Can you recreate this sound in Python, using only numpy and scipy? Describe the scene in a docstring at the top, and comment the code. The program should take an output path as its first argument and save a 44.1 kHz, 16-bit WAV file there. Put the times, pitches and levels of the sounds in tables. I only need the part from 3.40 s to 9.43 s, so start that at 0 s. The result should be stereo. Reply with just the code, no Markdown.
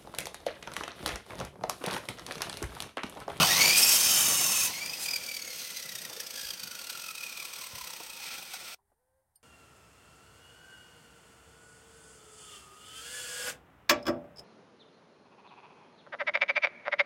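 """Miter saw cutting a pine block

A miter saw runs up, bogs down in a pine block, recovers and is switched off in a workshop.
Gear whine follows the motor speed as tones swept through fixed resonances; hiss and air are coloured noise.
Teeth rasp and ring the blade, and slack gears clash in bursts, many of them in step with the coasting blade.
Boards knock and slide as damped or swelling noise; the saw noise stops abruptly, leaving a faint far call
of three harmonics and one small metal ping of decaying modes."""
import sys
import numpy as np
from scipy import signal
from scipy.fft import rfft, irfft
from scipy.io import wavfile
from scipy.ndimage import uniform_filter1d, map_coordinates

SR = 44100
rng = np.random.default_rng(int(sys.argv[2]) if len(sys.argv) > 2 else 0)


def master_out(mix):
    """Clip the mix to full scale and print it as 16-bit PCM to the path in sys.argv[1]."""
    frames = np.transpose(np.atleast_2d(mix))
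    ceiling = np.clip(frames, -1, 1)
    pcm = np.round(ceiling * 32767).astype(np.int16)
    wavfile.write(sys.argv[1], SR, pcm)


N = 265878
T = np.arange(N) / SR  # time [s]
HZ = np.maximum(np.fft.rfftfreq(N, 1 / SR), 1)  # spectrum frequencies [Hz]

# release of the switch: (time [s], gear mesh frequency [Hz])
RELEASE = (1.56, 2530)


def undb(db):
    """Logarithmic level: decibels to amplitude gain."""
    return 10 ** (np.asarray(db) / 20)


def curves(table):
    """Linear interpolation: each column of a table joined by straight lines in time."""
    s, *columns = np.transpose(table)
    return [np.interp(T, s, column) for column in columns]


def slope(points):
    """Spectral envelope: dB joined by straight lines on a log-frequency axis."""
    hz, db = np.transpose(points)
    return np.interp(np.log(HZ), np.log(hz), db)


def bumps(modes):
    """Resonance: bell-shaped peaks and dips in dB, summed."""
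    return sum(db / (1 + (2 * (HZ - hz) / width) ** 2) for hz, width, db in modes)


def noise(db, likeness=0.033):
    """Diffuse field: coloured stereo noise of rms 1, nearly unrelated at the two ears."""
    white = rng.standard_normal((2, N))
    mixed = white + likeness * white[::-1]
    coloured = irfft(rfft(mixed) * undb(db), N)
    return coloured / coloured.std()


def walk(rate, channels=1):
    """Random modulation: smoothed steps at a rate in Hz, with a spread near 0.8."""
    step = max(int(SR / rate), 2)
    held = np.repeat(rng.standard_normal((channels, N // step + 1)), step, axis=1)
    return 1.01 * uniform_filter1d(held, step)[:, :N]


def turns(hz):
    """Phase as the integral of frequency: cycles run so far."""
    return np.cumsum(hz) / SR


def burst(s, length, rise=0.53, tail=0.4):
    """Transient envelope: a hyperbolic-secant swell with its peak at s and separate rise and tail."""
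    out = np.zeros(N)
    near = slice(max(int((s - 4 * length) * SR), 0), int((s + 6 * length) * SR))
    u = (T[near] - s) / length
    out[near] = 1 / np.cosh(u / np.where(u < 0, rise, tail))
    return out


def tone(hz, blur=.8, blur_hz=90):
    """Multipath fading: a line reaches each ear by many paths, so its size and phase flutter."""
    paths = 1 + blur * (walk(blur_hz, channels=2) + 1j * walk(blur_hz, channels=2))
    carrier = np.exp(2j * np.pi * (turns(hz) + rng.random((2, 1))))
    line = np.real(paths / np.abs(paths) ** 0.13 * carrier)  # the power evens the size slightly
    return line / line.std()


def waver(x, depth_s, rate_hz=28):
    """Doppler-like shift: a wandering delay bends every pitch a little."""
    place = (T + depth_s * walk(rate_hz)[0]) * SR
    return np.array([map_coordinates(ear, [place], order=3, mode="mirror") for ear in x])


def reflections(share_db, count=40):
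    """Comb filtering: close echoes from table, guard and bench ripple the spectrum at each ear."""
    echoes = np.zeros((2, N))
    for ear in echoes:
        lag = rng.uniform(0.0009975, .02, count)  # s
        ear[(lag * SR).astype(int)] = rng.standard_normal(count) * np.exp(-lag / .008)
    echoes = echoes / np.linalg.norm(echoes, axis=1, keepdims=True)
    response = 1 + rfft(echoes * undb(share_db))
    return response / np.sqrt(np.mean(np.abs(response) ** 2))


def speed():
    """Rotor dynamics: driven until release, then braked by steady friction and speed-proportional drag."""
    # motor speed under power, sagging in the wood: (time [s], gear mesh frequency [Hz])
    powered = [(0, 1340), (.1, 1795), (.22, 2200), (.38, 2527), (.6, 2484), (.95, 2282), (1.29, 1960),
               (1.45, 2390)]
    friction_hz_per_s, drag_per_s = 196, .2
    driven_hz, = curves(powered + [RELEASE])
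    coasted = np.maximum(T - RELEASE[0], 0)
    friction_hz = friction_hz_per_s / drag_per_s
    return (driven_hz + friction_hz) * np.exp(-drag_per_s * coasted) - friction_hz


def gears(mesh_hz):
    """Gear meshing: harmonics of the tooth rate, smeared as the shaft jerks within its backlash."""
    # force on the gear teeth, greatest while the motor accelerates: (time [s], relative level [dB])
    tooth_load = [(0, -30), (.28, -23), (.48, -39), (.8, -43), (1.25, -49), (1.42, -40.5), (1.57, -51),
                  (1.71, -45.5), (1.86, -53), (2.2, -47.5), (2.6, -55.5), (5.35, -54.5)]
    # relative strength of mesh tone, octave and twelfth: level [dB]
    order_levels = [-0.5, -0.5, -3]
    # how well the gear case radiates a tone: (frequency [Hz], gain [dB])
    case = [(750, -5.5), (930, 2.5), (1130, -9), (1400, -3.5), (1650, -5), (1850, -8), (2050, -2),
            (2250, 1), (2430, 5.5), (2750, -2), (3300, -5.5), (4100, 1), (4500, 0), (4900, 7.5),
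            (5500, -2.5), (6400, 2.5), (7400, -8)]
    overtone_db_per_octave = 2.5  # slower teeth strike more softly, so overtones fade with the speed
    fading_db = 2.5  # each tone comes and goes on its own

    load_db, = curves(tooth_load)
    soft_db = overtone_db_per_octave * np.log2(mesh_hz / RELEASE[1])
    jerk_hz = np.interp(T, [0, .3, 1.4], [100, 48, 38])
    jerky_hz = mesh_hz + jerk_hz * walk(190)[0]
    whine = 0
    for k, db in enumerate(order_levels):
        line = tone((k + 1) * jerky_hz, blur=1.2, blur_hz=170)
        whine = whine + line * undb(load_db + db + k * soft_db + fading_db * walk(35))
    # the resonances and ripple of the gear case colour the gliding tones
    return irfft(rfft(whine) * undb(slope(case)) * reflections(-4), N)


def chatter(mesh_hz):
    """Backlash impact: slack gears clash in bouts timed by blade turns, and in single hard blows."""
    # bouts of rattle: (first clash [s], end [s], interval [blade turns], level [dB])
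    rattles = [(1.662, 1.775, 2.04, -29.5), (1.839, 1.98, 2.01, -34), (1.996, 2.325, 2.01, -37),
               (2.368, 2.665, 2.03, -35), (2.7, 2.95, 2.015, -37), (2.961, 3.1, 1, -33.5),
               (3.199, 3.4, 1.94, -35), (3.417, 3.54, 1.32, -36), (3.555, 3.73, .99, -35.5),
               (3.753, 3.94, 1.2, -36), (3.976, 4.065, 1, -34), (4.136, 4.28, .96, -35.5),
               (4.356, 4.58, .99, -35), (4.602, 4.86, 1.01, -38.5), (4.94, 5.04, 1.15, -37)]
    # single hard clashes: (time [s], level [dB], length [s])
    blows = [(0.031, -17.5, 0.0033), (.072, -24, .0036), (0.218, -19.5, 0.0083), (1.461, -30.5, .003),
             (1.497, -34, 0.0034), (1.537, -32.5, .009), (1.708, -35, .006), (1.728, -42, 0.0013),
             (1.949, -33, 0.0065), (1.968, -30.5, .006), (2.371, -31.5, 0.0073), (2.493, -32.5, .006),
             (2.555, -30, .007), (2.652, -32, .006), (2.803, -29.5, 0.0076), (2.868, -33.5, 0.0065),
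             (2.909, -33, .005), (3.107, -30, 0.0065), (3.138, -33, 0.0079), (3.235, -31.5, .007),
             (3.315, -34.5, 0.0058), (3.5, -30, 0.0086), (3.833, -34.5, .009), (4.221, -34.5, 0.0045),
             (5.139, -32.5, 0.0083)]
    mesh_per_turn = 30  # mesh cycles in one blade turn
    clash_s, scatter_db = 0.0091, 0.7  # length and unevenness of the clashes in a bout

    blade_turns = turns(mesh_hz) / mesh_per_turn
    bouts = np.zeros(N)
    all_sizes = rng.standard_normal(size=(len(rattles), 24))
    for (start, end, step, db), sizes in zip(rattles, all_sizes):
        first, last = np.interp([start, end], T, blade_turns)
        times = np.interp(np.arange(first, last, step), blade_turns, T)
        for s, size in zip(times, sizes):
            bouts += undb(db + scatter_db * size) * burst(s, clash_s, rise=0.34, tail=0.48)
    single = sum(undb(db) * burst(s, length, rise=.32, tail=0.68) for s, db, length in blows)
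    return np.maximum(bouts, single)


def housing(slow, modes_db):
    """Resonant radiation: noise through the gear housing, whose colour shifts as the motor slows."""
    # housing colour at high speed: (frequency [Hz], relative density [dB per Hz])
    fast_colour = [(530, -42), (900, -18.5), (1260, -25), (1340, -14.5), (2140, -6.5), (2890, -2),
                   (4200, -5.5), (4570, -0.5), (6480, -5), (7580, -13), (8350, -6), (10200, -12.5),
                   (13400, -10.5), (16000, -15.5)]
    # housing colour at low speed: (frequency [Hz], relative density [dB per Hz])
    slow_colour = [(530, -32.5), (900, -3), (1220, -9), (1340, -1.5), (1550, -11.5), (2170, -7.5),
                   (2450, -3), (2830, -2), (5820, -3.5), (7310, -12), (8350, -5), (9880, -14),
                   (12600, -11.5), (16000, -14)]
    at_speed = noise(slope(fast_colour) + modes_db)
    slowed = noise(slope(slow_colour) + modes_db)
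    return np.sqrt(1 - slow) * at_speed + np.sqrt(slow) * slowed


def housing_rings(mesh_hz):
    """Forced resonance: a mesh overtone that sweeps across a housing mode makes it ring."""
    # housing modes: (frequency [Hz], level relative to the hiss [dB])
    modes = [(4570, -12), (2490, -7), (2520, -6), (1392, -13.5), (923, -14)]
    # overtone that drives each mode: harmonic number
    orders = [3, 2, 3, 1, 1]
    rings = 0
    for order, (hz, db) in zip(orders, modes):
        detuning = (order * mesh_hz - hz) / (0.076 * hz)
        ring = tone(np.full(N, hz), blur=1.3, blur_hz=130.2)
        rings = rings + undb(db) * ring / (1 + detuning ** 2)
    return rings


def air():
    """Turbulence noise: fan and blade stir air in the guard, whose low resonance takes over as they slow."""
    # air rushing through the guard: (time [s], relative level [dB])
    rush_levels = [(0, -33), (.25, -34.5), (.55, -38), (1.05, -39), (1.35, -48), (1.75, -49.5),
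                   (2.1, -52.5), (2.75, -52.5), (3.6, -56), (5.35, -55)]
    # colour of the rush: (frequency [Hz], relative density [dB per Hz])
    colour = [(25, -16.5), (60, -10), (95, -5), (150, -3), (220, -0.5), (380, -4), (550, -1.5), (750, -2),
              (950, -3), (1300, -6), (2000, -2.5), (4000, -38.5)]
    # guard resonances at full speed: (frequency [Hz], width [Hz], height [dB])
    guard_fast = [(463, 180, -2), (650, 86, 1), (935, 83, 6.5), (1630, 170, -8.5)]
    # guard resonances while coasting: (frequency [Hz], width [Hz], height [dB])
    guard_slow = [(540, 150, 5), (768, 150, -5.5), (1390, 110, 6)]
    db, = curves(rush_levels)
    slow = np.interp(T, [1.5, 2], [0, 1])
    at_speed = noise(slope(colour) + bumps(guard_fast))
    coasting = noise(slope(colour) + bumps(guard_slow))
    rush = np.sqrt(1 - slow) * at_speed + np.sqrt(slow) * coasting
    return rush * undb(db + 2.6 * walk(45, channels=2))


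def motor(mesh_hz):
    """Source and resonator: whine, hiss and air, with gear clashes swelling them and ringing the housing."""
    # brush and bearing hiss: (time [s], relative level [dB])
    hiss_levels = [(0, -22.5), (.12, -22), (.28, -20), (.6, -26.5), (1, -35), (1.27, -31), (1.45, -37.5),
                   (1.8, -39.5), (2.03, -43), (2.2, -37), (2.5, -43), (3.4, -43.5), (3.65, -44), (4.1, -42),
                   (4.6, -43.5), (5.35, -43)]
    # housing resonances: (frequency [Hz], width [Hz], height over the slope [dB])
    housing_modes = [(1348, 90, 0.5), (2470, 220, 3.5), (4700, 110, 2), (5856, 410, 2), (7720, 450, -7),
                     (7840, 680, 5.5), (12380, 610, 1)]
    # metal modes that stand out in each clash: (frequency [Hz], width [Hz], height [dB])
    clash_modes = [(3900, 400, 3.5), (4710, 150, 6.5), (5160, 130, 4), (5810, 230, 5), (6740, 200, 5.5),
                   (8200, 350, 7.5), (12800, 3200, 5.5)]
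    treble_db, cut_treble_db = 2.5, 4  # lift of the hiss above 8 kHz, and more of it in the wood
    mains_hz = 50

    hiss_db, = curves(hiss_levels)
    lift_db = treble_db + cut_treble_db * np.interp(T, [.35, .6, 1.1, 1.25], [0, 1, 1, 0])
    slow = np.interp(T, [2.6, 4.1], [0, 1])
    clash = chatter(mesh_hz)
    steady = undb(hiss_db + 1.7 * walk(130, channels=2))
    steady_hiss = steady * housing(slow, bumps(housing_modes))
    clash_hiss = clash * housing(slow, bumps(housing_modes) + bumps(clash_modes))
    hiss = steady_hiss + clash_hiss
    treble = signal.sosfilt(signal.butter(1, 8000, "high", fs=SR, output="sos"), hiss)
    # the gear teeth strike once a mesh cycle
    strikes = 1 + 0.16 * np.cos(2 * np.pi * turns(mesh_hz))
    hiss = (hiss + (undb(lift_db) - 1) * treble) * strikes * undb(0.6 * walk(1500) - 2.5)

    swell = np.hypot(steady, clash) / undb(hiss_db)
    whine = gears(mesh_hz) * swell ** 1.53 * undb(-2.0 + 2.2 * walk(70, channels=2))
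    rings = np.hypot(.7 * steady, clash) * housing_rings(mesh_hz)
    # the heavy starting current makes the torque throb at twice the mains frequency
    throb_depth = np.interp(T, [0, .35, 1.5], [.25, .15, 0])
    throb = 1 + throb_depth * np.cos(2 * np.pi * 2 * mains_hz * T)
    return (hiss + whine + rings) * throb + air() * swell ** 0.16


def roar():
    """Structure-borne sound: starting torque shakes the frame, dying away as the rotor gathers speed."""
    # starting roar: (time [s], level [dB])
    jolt = [(0, -21.5), (.035, -19), (.06, -30), (.12, -35.5), (.2, -30), (.27, -38), (.36, -48.5),
            (.5, -71), (.6, -120)]
    # frame resonances: (frequency [Hz], width [Hz], height [dB])
    frame = [(150, 130, 3.5), (715, 810, 7.3), (1140, 610, 22), (1353, 170, 6.5), (2984, 350, 21),
             (3800, 300, 13)]
    # frequency [Hz], relative density [dB per Hz]
    colour = [(40, -12), (75, 1), (130, 3), (200, 3.5), (450, -12), (600, -3.5), (1500, -16.5),
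              (4500, -3.5), (8000, -38.5)]
    db, = curves(jolt)
    return noise(bumps(frame) + slope(colour)) * undb(db + 2.7 * walk(120, channels=2))


def still_air():
    """Background noise: quiet coloured air whose level wanders slowly."""
    # still air: (frequency [Hz], relative density [dB per Hz])
    quiet = [(25, -5.5), (75, 0.5), (260, -18), (500, -18.5), (850, -7), (1150, -21.5), (1900, -18.5),
             (2500, -34), (7000, -31), (9000, -20.5), (16000, -30)]
    return noise(slope(quiet)) * undb(-76.5 + 1.2 * walk(15))


def cutting(mesh_hz, teeth_per_mesh=1.27):
    """Forced vibration: teeth tear the wood and ring the blade, whose modes shift as the slot grips it."""
    # the cut: (time [s], relative level [dB], depth in the wood [0-1])
    cut = [(.345, -48, 0.1), (.375, -18.5, .45), (.46, -23, 0), (.52, -18, 0.37), (.6, -23.5, 0.8),
           (.76, -21, 1), (1.07, -25, 0.99), (1.265, -25, 1), (1.33, -66, 1)]
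    # colour of the rasp: (frequency [Hz], relative density [dB per Hz])
    rasp_colour = [(290, -50.5), (500, -33.5), (1130, -8), (1870, -12), (2230, -23.5), (2500, -4.5),
                   (4030, -9), (5390, -5), (5800, -7), (6230, -3.5), (7640, -2.5), (8330, -5.5), (9770, -4),
                   (12300, -4), (16000, -10.5)]
    # blade modes at the entry: (frequency [Hz], width [Hz], height over the rasp [dB])
    entry_modes = [(2740, 160, 7.5), (3060, 120, 3.5), (3600, 400, -13), (4720, 100, 9), (4873, 110, 14),
                   (5560, 120, 20), (7400, 110, 11), (7620, 170, -13), (8000, 180, 13.5), (9140, 120, 14),
                   (10800, 130, 5.5), (12000, 240, 12), (12500, 140, 10.5), (12860, 90, 12)]
    # blade modes deep in the slot: (frequency [Hz], width [Hz], height over the rasp [dB])
    deep_modes = [(1124, 217, -2), (2940, 98, 7), (3750, 150, 9.5), (4230, 280, -6.5), (5390, 110, 13.5),
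                  (6140, 70, 10), (6360, 200, 12), (7150, 75, 10.5), (7360, 64, -5.5), (7800, 300, -5.5),
                  (8400, 200, 10), (9400, 150, 6), (11900, 220, -3.5)]
    # blade squeals: (time [s], frequency [Hz], level [dB], length [s])
    squeal_events = [(.386, 8170, -21, 0.011), (.4, 8170, -17.5, 0.0092), (.433, 8150, -23, .008),
                     (.437, 5370, -14.5, .007), (.462, 2550, -30, 0.0042), (.48, 5380, -29.5, .012),
                     (.507, 2556, -27, .01), (.511, 5430, -19.5, 0.0065)]
    blade_wobble_s = .00016  # the flexing blade makes its modes waver

    db, depth = curves(cut)
    depth = np.clip(depth, 0, 1)
    rasp = slope(rasp_colour)
    entry = noise(rasp + bumps(entry_modes))
    deep = noise(rasp + bumps(deep_modes))
    blade = np.sqrt(1 - depth) * entry + np.sqrt(depth) * deep
    tooth_hz = teeth_per_mesh * mesh_hz + 85 * walk(150)[0]
    teeth = undb(-14.0) * depth * tone(tooth_hz, blur=1.1, blur_hz=191.3)
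    grain = undb(1.5 * walk(110) + 1.2 * walk(1800))  # hard and soft fibres
    in_wood = (T > cut[0][0]) * (T < cut[-1][0])
    squeals = 0
    for s, hz, peak_db, length in squeal_events:
        squeal = tone(np.full(N, hz), blur=0.13, blur_hz=78.1)
        squeals = squeals + undb(peak_db) * burst(s, length) * squeal
    return (waver(blade, blade_wobble_s) + teeth) * grain * undb(db) * in_wood + squeals


def strain(mesh_hz):
    """Subharmonic vibration: the labouring drive groans an octave under the mesh and shakes the bench."""
    # strain on the drive: (time [s], level [dB])
    labour = [(0, -100), (.5, -61), (.85, -44), (1.25, -44.5), (1.35, -55), (1.52, -70), (1.7, -110)]
    db, = curves(labour)
    groan = tone(mesh_hz / 2 + 35 * walk(120)[0], blur=1.4, blur_hz=164.7)
    bench = noise(slope([(40, -24), (85, -7), (130, -2), (190, -8.5), (330, -9.5), (600, -36.0)]))
    return undb(db) * (groan + undb(-5.5) * bench)


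def graze():
    """Friction noise: the rising blade brushes the cut face, one short swell of bright noise."""
    # the graze: (time [s], level [dB], length [s])
    touch = (1.638, -32, 0.049)
    s, db, length = touch
    brush = noise(slope([(1000, -16), (3000, -2), (8500, 2), (16000, -7)]))
    return undb(db) * burst(s, length) * brush


def boards():
    """Damped impact: boards picked up and set down give dull band-limited knocks with exponential decay."""
    # knocks: (time [s], level [dB], time to fall 60 dB [s], lowest [Hz], highest [Hz])
    knocks = [(2.44, -54, 1, 119, 200), (2.7, -45.5, .4, 300, 1148), (2.765, -39, 0.14, 445, 540),
              (3.042, -55, 0.34, 30, 136), (3.221, -52, 0.29, 125, 230), (4.33, -45, 0.18, 45, 159.7),
              (4.415, -52.5, .15, 30, 108.8), (4.602, -36.5, 0.065, 705, 1024),
              (4.604, -39.5, 0.048, 160, 703.6), (5.385, -65, .11, 705, 1030),
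              (5.517, -65, .088, 250, 1100)]
    out = np.zeros((2, N))
    t = T[:SR // 3]
    for s, db, ring, low_hz, high_hz in knocks:
        band = signal.butter(3, [low_hz, high_hz], "band", fs=SR, output="sos")
        shared = 0.36 * rng.standard_normal(len(t))
        wood = signal.sosfilt(band, rng.standard_normal((2, len(t))) + shared)
        start = int(s * SR)
        decay = np.exp(-np.log(1000) * t / ring)
        out[:, start:start + len(t)] += undb(db) * wood / wood.std() * decay
    return out


def slide():
    """Friction noise: the next board scrapes over the table in swells of coloured noise."""
    # pushes: (time [s], level [dB], length [s])
    pushes = [(4.856, -46, .06), (4.924, -39, 0.099), (5.138, -43.5, 0.047), (5.295, -43, 0.13)]
    # colour of the scrape: (frequency [Hz], relative density [dB per Hz])
    colour = [(300, -20.5), (900, -11), (1220, -11), (1350, 4.5), (1520, -10), (2100, -2.5), (2420, 3),
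              (2800, -3.5), (3600, -2.5), (5500, -3.5), (7300, -13), (8400, -5), (10000, -17),
              (16000, -12.5)]
    push = sum(undb(db) * burst(s, length) for s, db, length in pushes)
    return push * noise(slope(colour)) * undb(2.3 * walk(150))


def far_call():
    """Harmonic series: a far rooster-like call, alike in pitch at both ears, wavers on its way."""
    # the call: (time [s], pitch [Hz], level [dB])
    glide = [(5.36, 381, -91), (5.44, 404, -83), (5.55, 410, -93), (5.6, 487, -80.5), (5.66, 514, -79),
             (5.8, 528, -74.5), (5.86, 537, -89.5), (5.95, 538, -100)]
    hz, db = curves(glide)
    phase = 2 * np.pi * turns(hz + 5 * walk(50)[0])
    call = 0
    for k, part_db in enumerate([1, -14, -13], 1):
        call = call + undb(db + part_db + 2 * walk(25, channels=2)) * np.sin(k * phase)
    return call * (T > glide[0][0])


def ping():
    """Modal decay: a light touch on a small metal part clicks and rings a few high modes."""
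    # modes: (frequency [Hz], level [dB], time to fall 60 dB [s])
    modes = [(2976, -74, 0.062), (4430, -68.5, .09), (4950, -66.5, 0.078), (8800, -49, 0.061),
             (12800, -61, 0.069)]
    ping_s = 5.956
    t = np.maximum(T - ping_s, 0)
    ring = 0
    for hz, db, t60 in modes:
        phase = 2 * np.pi * hz * t + 0.93 * rng.standard_normal((2, 1))
        ring = ring + undb(db) * np.sin(phase) * np.exp(-np.log(1000) * t / t60)
    click = noise(slope([(1000, -20), (4000, -5.5), (16000, 0.5)]))
    click = click * burst(ping_s + 0.0038, 0.0085) * undb(-68)
    return ring * np.minimum(t / 0.0034, 1) + click


def scene():
    """Superposition: the saw, its shrill side a little to the right, with boards and quiet surroundings."""
    # level difference, left minus right: (frequency [Hz], difference [dB])
    lean = [(60, -7), (110, -0.5), (200, 1.5), (380, -1), (700, -3), (1290, -1.5), (2380, 1.5),
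            (4400, -2.5), (8120, -4), (15000, 1)]
    stop_s = 5.346
    mesh_hz = speed()
    after = np.maximum(T - stop_s, 0)
    # the saw noise stops abruptly, with a short weak tail
    running = np.maximum(np.exp(-after / 0.0024), undb(-15.5) * np.exp(-after / 0.011))
    ears = reflections(-8) * undb(slope(lean) * np.array([[.5], [-.5]]))
    saw = motor(mesh_hz) + roar() + cutting(mesh_hz) + strain(mesh_hz) + graze() + slide()
    saw = irfft(rfft(saw) * ears, N)
    return saw * running + still_air() + boards() + far_call() + ping()


def record(dry):
    """Band limiting: a steep elliptic low-pass cuts the top."""
    top_hz = 15850
    return signal.sosfilt(signal.ellip(12, .1, 90, top_hz, fs=SR, output="sos"), dry)


dry = scene()
out = record(dry)
master_out(out)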